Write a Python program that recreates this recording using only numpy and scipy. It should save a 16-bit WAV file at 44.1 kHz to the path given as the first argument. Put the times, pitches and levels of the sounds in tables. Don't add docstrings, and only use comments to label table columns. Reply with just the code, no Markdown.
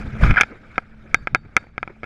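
import sys
import numpy as np
from scipy import signal
from scipy.fft import rfft, irfft
from scipy.io import wavfile
from scipy.ndimage import uniform_filter1d

SR = 44100
rng = np.random.default_rng(int(sys.argv[2]) if len(sys.argv) > 2 else 0)


def store_wav(level_fs):
    pcm = np.round(np.clip(np.atleast_2d(level_fs), -1, 1) * 32767)
    wavfile.write(sys.argv[1], SR, pcm.T.astype(np.int16))


N = 90405


def amp(db):
    return 10 ** (np.asarray(db) / 20)


def evened(x):
    return x / np.sqrt(np.mean(x ** 2) + 1e-20)


def read(points, hz):
    f, value = np.transpose(points)
    return np.interp(np.log(hz + 1), np.log(f), value)


def curve(points, outside=None):
    return np.interp(np.arange(N) / SR, *np.transpose(points), left=outside, right=outside)


def decay(t, t60_s):
    return np.exp(-np.log(1000) * t / t60_s)


def add(mix, start_s, sound):
    part = mix[max(round(start_s * SR), 0):][:len(sound)]
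    part += sound[:len(part)]


def drift(hz):
    spectrum = rfft(rng.standard_normal(N))
    return evened(irfft(spectrum * np.exp(-(np.fft.rfftfreq(N, 1 / SR) / hz) ** 2), N))


def noise(colour):
    spectrum = rfft(rng.standard_normal(N))
    return evened(irfft(spectrum * amp(read(colour, np.fft.rfftfreq(N, 1 / SR))), N))


def case_ring(bright=0, push_db=0, pitch=1, size=4096):
    # centre_hz, width_hz (3 dB down), relative_db
    resonances = [(130, 110, -20), (550, 805, -8.5), (747.6, 90, -12), (941, 47, -16.5), (1314.6, 165.4, 3),
                  (1552, 100, 2.5), (1977, 310, 0), (2277, 218, -3), (3020, 650, -17.5), (4080, 1300, -38),
                  (4830, 450, -30.5), (5740, 1100, -40), (7720, 180, -42), (8650, 320, -53)]
    # frequency_hz, relative_db
    floor = [(20, -30.5), (1500, -30.5), (2600, -36.5), (4000, -53.5), (7000, -55), (11000, -61.5),
             (16000, -77)]
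    # centre_hz, width_hz (half depth), depth_db
    dips = [(842, 40, 12), (1515, 70, 10), (1850, 110, 15), (2730, 120, 9), (3570, 170, 12), (5450, 300, 9),
            (6650, 280, 10), (7900, 400, 10)]
    push_hz = 417

    hz = np.fft.rfftfreq(size, 1 / SR)
    gain = amp(read(floor, hz))
    for centre_hz, width_hz, db in resonances:
        gain = gain + amp(db) * 2 ** (-2 * ((hz / pitch - centre_hz) / width_hz) ** 2)
    tilt_db = bright * np.log2(np.clip(hz, 1000, 8000))
    gain = gain * amp(tilt_db + push_db / (1 + (hz / push_hz) ** 2))
    for centre_hz, width_hz, depth_db in dips:
        gain = gain * amp(-depth_db / (1 + (2 * (hz / pitch - centre_hz) / width_hz) ** 2))

    log_gain = np.log(np.r_[gain, gain[-2:0:-1]])
    ring = np.fft.ifft(np.exp(np.conj(signal.hilbert(log_gain)))).real[:size // 2]
    return ring / abs(ring).max()


def knocks():
    # start_s, level_db, brightness_db_per_octave, low_push_db,
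    # pitch_factor, chatter_db (relative to first contact), metal_ring_db (offset to the tones below)
    contacts = [(.2365, -8, -1.5, -4, 1.1, -16, -23.5), (0.3101, -7.5, 2, -21, 1.05, -31, -20),
                (.3410, -14.5, -2, -5, 1.07, -13, -25), (0.3608, -10, -1.5, -26, 1.0, -12, -32),
                (0.3777, -7, -2, -11.5, 1.03, -0.5, -6), (0.4006, -8.5, -7, -27, 1.1, -26, -15),
                (0.4103, 8, 4, -0.5, 1.06, -12.5, -12), (0.415, 1.5, 5, -17.5, 1.05, -4.5, -7),
                (0.434, -7, 1.5, -10.5, 1.05, -9, -11), (0.7578, -31.5, 5, 2, 1.1, -1.5, -12.5),
                (.7805, -0.5, -3, -2, 1.02, -24, -26), (0.7842, -9.5, -5, 8, 1.0, -13, -28),
                (1.1445, 7.5, 6, 5.5, 1.01, -15.5, 2), (1.2725, -5.5, 0.5, 4, 1.034, -11, -25),
                (1.3479, 4.5, 1, 1, 1.046, -12.5, -4.5), (1.3547, -6.5, -4, -7, 1.04, -4.5, -17.5),
                (1.5664, 7.5, 5, 5.5, 1.032, -14.5, -1.5), (1.5732, -10, -7, -14.5, 1.08, -2, -26.5),
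                (1.7800, -8, 1.5, 9, 1.02, -23.5, -18.5), (1.8296, -8, -2.5, -4, 1.04, -13.5, -23),
                (1.8767, -16, -4, 8, 1.04, -5, -36), (2.0328, -17, -0.5, 12, 1.026, 2.5, -35),
                (2.0413, -18.5, 1.5, 18, 1.06, -3.5, -39)]
    # pitch_hz, relative_db, t60_s
    metal_tones = [(1653, -43, .18), (2503, -42, .08), (3690, -43, .11), (4550, -57, .38), (7262, -71, .3)]
    chatter_s = 0.0038

    out, t = np.zeros(N), np.arange(SR // 2) / SR
    metal = sum(amp(db) * decay(t, t60_s) * np.sin(2 * np.pi * hz * t) for hz, db, t60_s in metal_tones)
    for start_s, db, bright, push_db, pitch, chatter_db, metal_db in contacts:
        contact = rng.standard_normal(size=1024)
        contact *= np.exp(-t[:len(contact)] / chatter_s)
        contact *= amp(chatter_db) / np.linalg.norm(contact)
        contact[0] = 1
        ring = signal.fftconvolve(contact, case_ring(bright, push_db, pitch))
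        add(out, start_s, -amp(db) * ring)
        add(out, start_s, amp(metal_db) * metal)
    return out


def scrape():
    # time_s, level_db
    level = [(.225, -71), (0.237, -14), (0.249, -26.5), (0.29, -31.5), (0.31, -17.5), (0.317, -26),
             (0.335, -41.5), (0.347, -27.5), (.357, -36), (0.367, -28), (0.37, -17.5), (.381, -19),
             (.388, -19), (0.393, -20.5), (.398, -35), (.403, -16.5), (0.407, -23.5), (.43, -67)]
    slips_per_s, spread_db, low_cut_hz = 2000, 1, 1450

    slips = (rng.random(N) < slips_per_s / SR) * amp(spread_db * rng.standard_normal(N))
    slips = slips * rng.choice([-1, 1], N)
    slips = signal.sosfilt(signal.butter(2, low_cut_hz, "highpass", fs=SR, output="sos"), slips)
    rub = signal.fftconvolve(slips, case_ring(bright=-2.2, push_db=-0.5, pitch=1.034))[:N]
    return evened(rub) * amp(curve(level, outside=-np.inf))


def squeak():
    # time_s, pitch_hz, level_db
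    glide = [(0.368, 1812, -34.5), (0.37, 1723, -9), (0.378, 1480, -17), (0.38, 1408, -17),
             (0.389, 1500, -10.5), (0.393, 1499, -35.5), (.398, 1564, -38.5), (.402, 1597, -20),
             (.408, 1514, -44)]
    jitter = 0.059

    time_s, pitch_hz, level_db = np.transpose(glide)
    hz = curve(np.c_[time_s, pitch_hz]) * (1 + jitter * drift(hz=401.5))
    turns = np.cumsum(hz) / SR
    return evened(np.sin(2 * np.pi * turns)) * amp(curve(np.c_[time_s, level_db], outside=-np.inf))


def hull():
    # start_s, level_db (before rise and decay), pitch_hz
    thuds = [(0.2241, -8, 46), (0.242, -3, 50.3), (0.279, -8, 52), (0.3027, -7, 49.7)]
    # start_s, level_db, length_s (twice the time to the peak)
    slaps = [(0.513, -38.5, 0.02), (0.552, -44, 0.0092), (1.449, -45.5, 0.0089), (1.639, -43.5, 0.0046),
             (1.668, -45, 0.0033), (1.894, -41.5, 0.014)]
    # frequency_hz, relative_db
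    slap_colour = [(60, -9.5), (380, 9), (700, 0.5), (1000, -5.5), (1400, -4.5), (2300, -3), (3000, -27),
                   (8000, -56), (16000, -53)]
    rise_s, t60_s = 0.0016, 0.074

    out, t = np.zeros(N), np.arange(SR // 3) / SR
    for start_s, db, hz in thuds:
        swell = (1 - np.exp(-t / rise_s)) * decay(t, t60_s)
        add(out, start_s, -amp(db) * swell * np.sin(2 * np.pi * hz * t))
    for start_s, db, length_s in slaps:
        swell = (2 * t / length_s) * np.exp(1 - 2 * t / length_s)
        add(out, start_s, amp(db) * swell * noise(slap_colour)[:len(t)])
    return out


def wind():
    # time_s, level_db
    gusts = [(0, -38.5), (.04, -31.5), (.07, -22), (.1, -37), (.134, -25.5), (.19, -30), (.236, -11),
             (.29, -20), (.311, -4.5), (.35, -35.5), (.39, -29.5), (.46, -45.5), (.6, -48.5), (.9, -47),
             (1.08, -46), (1.22, -37.5), (1.29, -48.5), (1.33, -31), (1.41, -46.5), (1.46, -38.5),
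             (1.51, -47.5), (1.72, -49.5), (1.82, -45), (1.95, -51), (2.05, -54.5)]
    # frequency_hz, relative_db
    colour = [(10, 5), (30, 6.5), (55, 3.5), (90, -0.5), (140, 1.5), (200, -9), (300, -15.5), (500, -28),
              (1000, -32), (3000, -97)]
    return noise(colour) * amp(curve(gusts))


def water():
    # time_s, level_db
    level = [(0, -31.5), (.04, -42.5), (.075, -38), (.12, -43), (.2, -35.5), (.24, -22.5), (.27, -24.5),
             (.33, -36), (.42, -47), (.47, -43), (.53, -49.5), (.59, -51.5), (.67, -50), (.77, -47),
             (.86, -55.5), (1.06, -51.5), (1.17, -48), (1.24, -52.5), (1.42, -57), (1.55, -53.5),
             (1.61, -48), (1.72, -61), (1.85, -54.5), (2.05, -56)]
    # frequency_hz, relative_db
    colour = [(20, -2), (200, 2), (400, 1), (700, -2.5), (1050, -9.5), (1300, 1.5), (1600, 0.5),
              (1880, -7.5), (2300, -1), (2800, -16.5), (3700, -18), (4300, -25), (5100, -22.5), (5600, -27),
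              (7000, -30.5), (9000, -39), (11000, -39), (16000, -57)]
    patch_db, flicker_db = 3, 1

    z = signal.stft(noise(colour), nperseg=256)[2]
    patches = uniform_filter1d(rng.standard_normal(z.shape), size=5, axis=0)
    patches = evened(uniform_filter1d(patches, size=6, axis=1))
    rush = signal.istft(z * amp(patch_db * patches), nperseg=256)[1][:N]
    return evened(rush * amp(flicker_db * drift(hz=68.6))) * amp(curve(level))


def outboard():
    # time_s, pitch_hz
    firing = [(0, 214.5), (.5, 219), (1.0, 218), (1.4, 222.5), (1.7, 224), (2.05, 219.5)]
    # time_s, level_db
    level = [(0, -39), (.3, -36.5), (.55, -58.5), (1.0, -52), (1.25, -55), (1.7, -62.5), (2.05, -49)]
    # multiple of the firing rate, relative_db
    harmonics = [(1, 18.5), (2, -23.5), (3, -10)]
    waver, throb_db = .003, 1.2

    turns = np.cumsum(curve(firing) * (1 + waver * drift(hz=12))) / SR
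    drone = sum(amp(db) * np.sin(2 * np.pi * multiple * turns) for multiple, db in harmonics)
    return evened(drone) * amp(curve(level) + throb_db * drift(hz=45))


def scene():
    return (knocks() + scrape() + squeak() + hull() + wind() + water() + outboard())[None]


def record(dry):
    clip_level, rolloff_hz, edge_hz = .96, 12800, 16400
    clipped = dry / (1 + (dry / clip_level) ** 8) ** (1 / 8)
    dulled = signal.sosfilt(signal.butter(4, rolloff_hz, fs=SR, output="sos"), clipped)
    band_limit = signal.firwin(511, edge_hz, window=("kaiser", 9), fs=SR)
    return signal.oaconvolve(dulled, band_limit[None], "same")


dry = scene()
out = record(dry)
store_wav(out)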